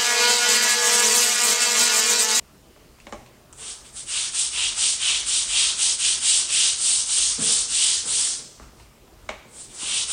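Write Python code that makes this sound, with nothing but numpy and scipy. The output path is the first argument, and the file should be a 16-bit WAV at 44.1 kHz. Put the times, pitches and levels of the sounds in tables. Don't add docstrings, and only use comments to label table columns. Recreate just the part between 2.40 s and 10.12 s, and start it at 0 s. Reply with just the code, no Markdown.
import sys
import numpy as np
from scipy import signal
from scipy.fft import rfft, irfft, next_fast_len
from scipy.io import wavfile
from scipy.ndimage import uniform_filter1d, map_coordinates

SR = 44100
rng = np.random.default_rng(int(sys.argv[2]) if len(sys.argv) > 2 else 0)


def generate_wav(signal):
    frames = np.transpose(np.atleast_2d(signal))
    scaled = np.clip(frames, -1, 1) * 32767
    pcm = np.round(scaled).astype(np.int16)
    wavfile.write(sys.argv[1], SR, pcm)


def nominal_scale(level):
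    x = np.asarray(level, float) / 20
    return 10 ** x


N = 340452


def unit(x):
    return x / np.sqrt(np.mean(x ** 2) + 1e-20)


def along(points, hz):
    f, v = np.transpose(points)
    return np.interp(np.log(hz + 1), np.log(f + 1), v)


def wobble(rate_hz):
    knots = rng.standard_normal(int(N * rate_hz / SR) + 4)
    return map_coordinates(knots, [np.arange(N) * rate_hz / SR])


def sigmoid(x):
    return 1 / (1 + np.exp(np.clip(-x, -30, 30)))


def filtered(x, response):
    m = next_fast_len(len(x) + SR // 2)
    return irfft(rfft(x, m) * response(np.fft.rfftfreq(m, 1 / SR)), m)[:len(x)]


def modes(table):
    def response(f):
        total = 0
        for k, (centre, width, db) in enumerate(table):
            resonance = 1j * f * width / (centre * centre - f * f + 1j * f * width)
            total = total + (-1) ** k * nominal_scale(db) * resonance
        return total
    return response


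def colour(spectrum):
    return lambda f: nominal_scale(along(spectrum, f))


def slips(share, spread_db):
    kick, size = rng.standard_normal((2, N))
    return (rng.random(N) < share) * kick * nominal_scale(spread_db * size)


def patchy(x, depth_db):
    z = signal.stft(x, nperseg=512)[2]
    field = uniform_filter1d(rng.standard_normal(z.shape), size=8, axis=0)
    field = uniform_filter1d(field, size=14, axis=1)
    return signal.istft(z * nominal_scale(depth_db * unit(field)), nperseg=512)[1][:N]


# (frequency [Hz], t60 [s])
ROOM_T60 = [(200, 0.29), (1000, 0.696), (3000, 0.746), (6000, 0.86), (10000, 0.48)]


def room(x, wet_db, early_db):
    hz, t, z = signal.stft(rng.standard_normal(SR // 2), SR, nperseg=256)
    t60 = along(ROOM_T60, hz)[:, None]
    late = nominal_scale(wet_db - 60 * t / t60) / np.sqrt(t60)
    early = nominal_scale(early_db - 60 * t / 0.0976) / np.sqrt(.12)
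    tail = signal.istft(z * (late + early), SR, nperseg=256)[1] * np.sqrt(6 * np.log(10) / SR)
    return signal.fftconvolve(np.pad(x, (SR // 300, 0)), tail)


def renewed_room(x, wet_db, early_db):
    out, hop = np.pad(x, (0, SR)), SR // 3
    for i in range(0, N, hop):
        answer = room(x[i:i + hop], wet_db, early_db)
        out[i:][:len(answer)] += answer
    return out[:N]


# (frequency [Hz], density [dB])
AIR_TONE = [(59, -28.5), (100, -2.5), (287, -1.5), (348, 0.5), (531, -5), (779, -8.5), (1210, -10),
            (1580, -14), (5100, -19), (9800, -26.5), (12700, -55.5), (21600, -120)]
# (frequency [Hz], width [Hz], level [dB])
MACHINE_HUM = [(129.9, 12, 0.5), (235.4, 20, -7.5), (621.7, 60, -12.5)]
# (frequency [Hz], density [dB])
RUMBLE = [(15, -19), (28, -7), (52, 1), (80, -5), (110, -11), (200, -33.5)]
# (time [s], width [s], level over the calm [dB])
STIRRED_AIR = [
    (.77, 0.066, 6),
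    (3.6, 2.6, 4.5),
    (5.2, 0.106, 4),
    (5.6, .4, 2.5),
    (6.23, 0.063, 6),
    (6.23, 0.014, 2.5),
    (6.41, 0.049, 9),
    (6.9, 0.095, 4),
    (7.6, 0.28, 5),
]
AIR_DB, HUM_DB, RUMBLE_DB = -52.5, -62, -58


def air():
    tone = unit(patchy(filtered(rng.standard_normal(N), colour(AIR_TONE)), depth_db=2.32))
    hum = unit(filtered(rng.standard_normal(N), modes(MACHINE_HUM)))
    lumps = unit(nominal_scale(wobble(6.6)) * filtered(rng.standard_normal(N), colour(RUMBLE)))
    t = np.arange(N) / SR
    stir_db = RUMBLE_DB + sum(db * np.exp(-((t - s) / width_s) ** 2) for s, width_s, db in STIRRED_AIR)
    out = nominal_scale(AIR_DB - 2.5 + 0.34 * wobble(3.8)) * tone
    out += nominal_scale(HUM_DB + 1.3 * wobble(2.912)) * hum
    return out + nominal_scale(stir_db + 1.9 * wobble(4.5)) * lumps


# (time [s], fade by 20 dB [s], thump [dB], drag re thump [dB], scuff re thump [dB])
SHOE_SHIFTS = [
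    (1.17, 0.28, -61, 3, 10),
    (4.97, 0.166, -34.5, -5.5, -4.5),
    (5.065, .09, -48, 5, 4),
    (7.4, 0.6, -58, -1, 9.5),
    (5.625, 0.153, -46, -1.5, 1.5),
    (5.76, 0.1236, -58, -3, 11),
    (5.975, 0.07, -50, 2.5, -3.5),
    (6.195, 0.0943, -47.5, -10.5, 0.5),
    (6.335, 0.01, -46, -16, -5.5),
]
SHOE_ATTACK_S, LINGER = 0.0174, 1.35


def shifts():
    gains, t = np.zeros((3, N)), np.arange(N) / SR
    stretch = np.array([[1], [LINGER], [LINGER]])
    for s, fade_s, sole_db, drag_db, scuff_db in SHOE_SHIFTS:
        u = np.clip(t - s, 0, None)
        swell = 1 - np.exp(-(u / SHOE_ATTACK_S) ** 2)
        level_db = sole_db + np.array([[0], [drag_db], [scuff_db]])
        gains += nominal_scale(level_db - 20 * u / (fade_s * stretch)) * swell
    return gains


# (frequency [Hz], width [Hz], level [dB])
SOLE_MODES = [(132, 54, -1), (243.8, 115, 0.5)]
# (frequency [Hz], width [Hz], level [dB])
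DRAG_MODES = [(446, 110, 0)]
# (frequency [Hz], density [dB])
SCUFF_COLOUR = [(300, -14.5), (600, -2), (1200, 1.5), (1700, -3.5), (3000, -22)]


def shoes():
    thump, pull, rub = shifts()
    sole = filtered(slips(0.046, spread_db=1.0), lambda f: modes(SOLE_MODES)(f) ** 2)
    sole = unit(nominal_scale(0.9 * wobble(36)) * sole)
    drag = unit(filtered(slips(.05, spread_db=3.5), lambda f: modes(DRAG_MODES)(f) ** 2))
    scuff = unit(filtered(slips(0.11, spread_db=3.0), colour(SCUFF_COLOUR)))
    return renewed_room(thump * sole + pull * drag + rub * scuff, wet_db=-5.5, early_db=-10.0)


# (time [s], body [dB], shell [dB], edge [dB], contact [ms])
FLAT_KNOCKS = [
    (.372, -50, -53.5, -66.5, 0.92),
    (.362, -44, -48.5, -60.5, 1.03),
    (.668, -29, -32, -42.5, 1.69),
    (0.7226, -20, -29, -34.5, 4.4),
    (0.7324, -26.5, -42, -38.5, 1.92),
    (6.889, -31, -26, -35, 1.77),
    (6.8912, -18.5, -18.5, -31.5, 1.1),
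    (6.899, -27, -35.5, -37, 3.98),
]
# (time [s], body [dB], shell [dB], edge [dB], contact [ms])
END_TOUCHES = [
    (.585, -48, -52, -61.5, 1.9),
    (0.601, -59, -39.5, -45, 0.97),
    (.691, -38, -56.5, -47.5, 3.5),
    (.861, -60, -42.5, -48.5, 2.5),
    (1.1274, -55.5, -46.5, -34.5, 0.594),
    (1.132, -43.5, -49.5, -38.5, .6),
    (6.395, -40.5, -44, -59.5, 9.5),
    (6.675, -45, -62, -66, 2.64),
]
TOUCH_PITCH = 1.208
# (time [s], body [dB], shell [dB], contact [ms], pitch factor)
DULL_THUDS = [
    (1.091, -59, -66, 2.8, 0.64),
    (1.107, -58.5, -68, 3.7, 0.43),
    (4.981, -41, -72.5, 4.6, 0.374),
    (4.996, -32, -68, 10, 0.22),
    (5.019, -34, -69.5, 5.3, 0.47),
    (6.198, -34.5, -35, 0.48, 0.536),
    (7.425, -32, -45.5, 2.97, 0.486),
]
THUD_EDGE_DB = -20
# (frequency [Hz], width [Hz], level [dB])
BODY_MODES = [(211.3, 26.3, -5), (362.3, 98, -5), (597, 56.6, 2.5), (813, 87, -0.5), (1118, 147, -6)]
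# (frequency [Hz], width [Hz], level [dB])
SHELL_MODES = [(1370, 450, -5), (2232, 273, 3.5), (2944, 410, -3), (3823, 580, -6.5)]
# (frequency [Hz], width [Hz], level [dB])
EDGE_MODES = [(5850, 1450, -1.5), (7300, 1500, -2.5), (8550, 1300, -8)]
KNOCK_GAIN_DB = 14.5


def knocks():
    out, t = np.zeros(N + SR), np.arange(SR // 10) / SR
    contacts = [(*row, 1) for row in FLAT_KNOCKS]
    contacts += [(*row, TOUCH_PITCH) for row in END_TOUCHES]
    for s, body_db, shell_db, ms, pitch in DULL_THUDS:
        contacts.append((s, body_db, shell_db, shell_db + THUD_EDGE_DB, ms, pitch))
    impulse = 1. * (t == 0)
    for s, body_db, shell_db, edge_db, ms, pitch in contacts:
        u = t / (ms / 1000)
        rattle = rng.standard_normal(len(t)) * np.sqrt(u) * np.exp(-u)
        blow = np.arange(len(t)) == np.argmax(u > .5)
        force = rattle / np.linalg.norm(rattle) + 0.72 * blow
        direct, clean_ring = np.zeros((2, len(t)))
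        for db, table in ((body_db, BODY_MODES), (shell_db, SHELL_MODES), (edge_db, EDGE_MODES)):
            ring = lambda f: modes(table)(f / pitch)
            near, far = filtered(force, ring), filtered(impulse, ring)
            direct = direct + nominal_scale(db + KNOCK_GAIN_DB) * near / np.linalg.norm(near)
            clean_ring = clean_ring + nominal_scale(db + KNOCK_GAIN_DB) * far / np.linalg.norm(far)
        answer = room(clean_ring, wet_db=-5.5, early_db=-9)
        start = round(s * SR)
        out[start:][:len(direct)] += direct
        out[start:][:len(answer)] += answer
    return out[:N]


# (time [s], length [s], share before top speed, tip hiss [dB], bending re tips [dB])
BRUSH_STROKES = [(1.134, 0.3393, 0.447, -35.5, -4.5), (1.38, .2, .5, -50, -3),
                 (1.531, 0.129, 0.511, -33.5, -8), (1.666, 0.2525, 0.475, -26.5, -1),
                 (1.927, 0.189, 0.381, -23, -5), (2.118, 0.2463, 0.452, -26, 3),
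                 (2.359, 0.2284, 0.44, -21, -4), (2.578, 0.278, 0.471, -25, 3),
                 (2.85, 0.231, 0.446, -21.5, -4), (3.068, 0.3042, 0.47, -22, 0.5),
                 (3.371, 0.212, 0.363, -20.5, -4.5), (3.582, 0.2194, 0.44, -21, -2),
                 (3.807, 0.276, 0.356, -19, -4.5), (4.075, 0.3138, 0.431, -20.5, -1),
                 (4.373, 0.298, 0.489, -19.5, -8), (4.661, 0.3486, 0.403, -19.5, -6.5),
                 (4.989, 0.3032, 0.357, -19.5, -7.5), (5.278, 0.404, 0.4414, -20.5, -3),
                 (5.651, 0.428, 0.301, -21.5, -7.5), (7.025, 0.3085, .68, -40.5, -11),
                 (7.22, .2, .5, -50, -3), (7.301, 0.374, 0.778, -25.5, -0.5),
                 (7.68, 0.213, 0.388, -21.5, -5)]
LIGHT_DB = -28
SLOW_S, SOFTEN_PER_S, SOFTEN_PER_DB = 0.176, 12.8, 0.2536
FLIP_S = 0.0389


def strokes(law, offset_db, share, grows=1):
    shift, rise, fall = law
    power, t = np.zeros(N), np.arange(N) / SR
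    for s, length_s, top, tips_db, bend_db in BRUSH_STROKES:
        i, j = round(s * SR), round((s + length_s) * SR)
        u, at = (t[i:j] - s) / length_s, np.clip(top + shift, .1, .9)
        speeding_up = u < at
        ramp = np.where(speeding_up, u / at, (1 - u) / (1 - at))
        speed = np.sin(np.pi / 2 * np.clip(ramp, 0, 1))
        phase_s = length_s * np.where(speeding_up, top, 1 - top)
        soft = 1 + SOFTEN_PER_S * np.clip(phase_s - SLOW_S, 0, None)
        soft = soft + SOFTEN_PER_DB * max(LIGHT_DB - tips_db, 0)
        gain = nominal_scale(grows * tips_db + offset_db + share * bend_db)
        power[i:j] += (gain * speed ** (soft * np.where(speeding_up, rise, fall))) ** 2
    return 10 * np.log10(np.abs(uniform_filter1d(power, size=round(FLIP_S * SR))) + 1e-12)


# (frequency [Hz], width [Hz], level [dB])
PULLED_MODES = [(2125, 870, -21.5), (2741, 488.5, -3), (3009, 678, 0), (3680, 1309, -5.5)]
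# (frequency [Hz], width [Hz], level [dB])
PUSHED_MODES = [(1999, 750, -13), (2515, 497, -2), (2890, 583, 0.5), (3709, 1186, -7)]
# (frequency [Hz], width [Hz], level [dB])
TIP_MODES = [(7538, 1407, -2.5), (8677, 1123, -0.5), (9620, 517, -4)]
# (frequency [Hz], density [dB])
SCRAPE_COLOUR = [(2000, -27), (3500, -7), (4500, -0.5), (5500, 1), (6800, 0), (8000, -17.5), (11000, -13)]
# (frequency [Hz], density [dB])
DRONE_COLOUR = [(250, -12.5), (410, -2), (520, -10.5), (700, -4.5), (1000, -1), (1350, 1), (1900, 0),
                (2400, 3.5), (3500, -44.5)]
# (frequency [Hz], width [Hz], level [dB])
BITE_MODES = [(1370, 360, 0)]
TIPS_LAW, BEND_LAW = (-0.04, 0.718, 1), (-0.033, 1.198, 1.502)
SCRAPE_LAW, DRONE_LAW = (0.065, 0.7, 0.726), (-0.054, 0.513, 0.403)
STRAIGHTEN_S = 0.0266
SKIP_DB = 0.1028


def brush():
    bend_db = strokes(BEND_LAW, 0, share=0.991)
    tip_level_db = strokes(TIPS_LAW, 0, share=0)
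    tips_db = tip_level_db - bend_db
    scrape_db = strokes(SCRAPE_LAW, 1, share=0.274, grows=1.1255) - bend_db
    drone_db = strokes(DRONE_LAW, -25.5, share=0.662, grows=0.6302) - bend_db

    steep = lambda f: f ** 2 / (f ** 2 + 2000 ** 2)
    pulled = unit(filtered(slips(.6, spread_db=1.44), lambda f: modes(PULLED_MODES)(f) * steep(f)))
    pushed = unit(filtered(slips(.6, spread_db=1.44), lambda f: modes(PUSHED_MODES)(f) * steep(f)))
    slope_db_per_s = np.gradient(bend_db) * SR
    push = sigmoid((1.0 + STRAIGHTEN_S * slope_db_per_s - tips_db) / 2.3)
    bend = np.sqrt(1 - push) * pulled + np.sqrt(push) * pushed
    tips = unit(filtered(slips(.7, spread_db=2.0), lambda f: modes(TIP_MODES)(f) * steep(f / 2.63)))
    scrape = unit(patchy(filtered(slips(.6, spread_db=1.6), colour(SCRAPE_COLOUR)), depth_db=1.0))
    drone = unit(patchy(filtered(slips(.2, spread_db=1.0), colour(DRONE_COLOUR)), depth_db=1.83))
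    bite = unit(filtered(slips(0.11, spread_db=1.0), modes(BITE_MODES)))

    rising = np.clip(uniform_filter1d(np.gradient(tip_level_db) * SR, size=2600) / 250, 0, 1)
    firm_pull = nominal_scale(np.minimum(tip_level_db - LIGHT_DB, 0)) * sigmoid((tips_db - 3.5) / 1.5)
    handle = nominal_scale(0.49 * wobble(15)) * drone + 1.5 * rising * firm_pull * bite
    layers = nominal_scale(0.4 * wobble(25) - 0.1956) * bend
    layers += nominal_scale(tips_db + 0.0031 + 0.73 * wobble(30)) * tips
    layers += nominal_scale(scrape_db - 0.5 + 0.8 * wobble(25)) * scrape
    layers += nominal_scale(drone_db - 0.59) * handle
    tremble_db = 0.454 + SKIP_DB * np.clip(LIGHT_DB - tip_level_db, 0, 20)
    pressure = nominal_scale(bend_db - 1.2273 + tremble_db * wobble(60))
    return renewed_room(pressure * layers, wet_db=-9.5, early_db=-27.0)


def scene():
    return (air() + shoes() + knocks() + brush())[None]


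def roll_off(x):
    return signal.sosfilt(signal.butter(12, 15830, fs=SR, output="sos"), x)


MIC_TOP_HZ, HISS_DB = 10050, -62.0
# (frequency [Hz], level [dB])
HISS_MASK = [(10200, -46), (12000, -41.5), (13600, -36.5), (14300, -32), (15800, -28.5)]


def record(dry):
    kept = filtered(dry[0], lambda f: 1 / (1 + (f / MIC_TOP_HZ) ** 160))
    treble = filtered(kept, lambda f: f > 6500)
    hz, t, z = signal.stft(nominal_scale(HISS_DB) * rng.standard_normal(N), SR, nperseg=2048)
    loud_db = 10 * np.log10(np.abs(uniform_filter1d(treble ** 2, size=2048)) + 1e-12)
    loud_db = loud_db[np.minimum((t * SR).astype(int), N - 1)]
    band_hz = np.round(hz / 690) * 690
    spared = (loud_db < along(HISS_MASK, band_hz)[:, None]) | (hz < MIC_TOP_HZ)[:, None]
    hiss = signal.istft(z * spared, SR, nperseg=2048)[1][:N]
    return roll_off((kept + hiss)[None])


dry = scene()
out = record(dry)
generate_wav(out)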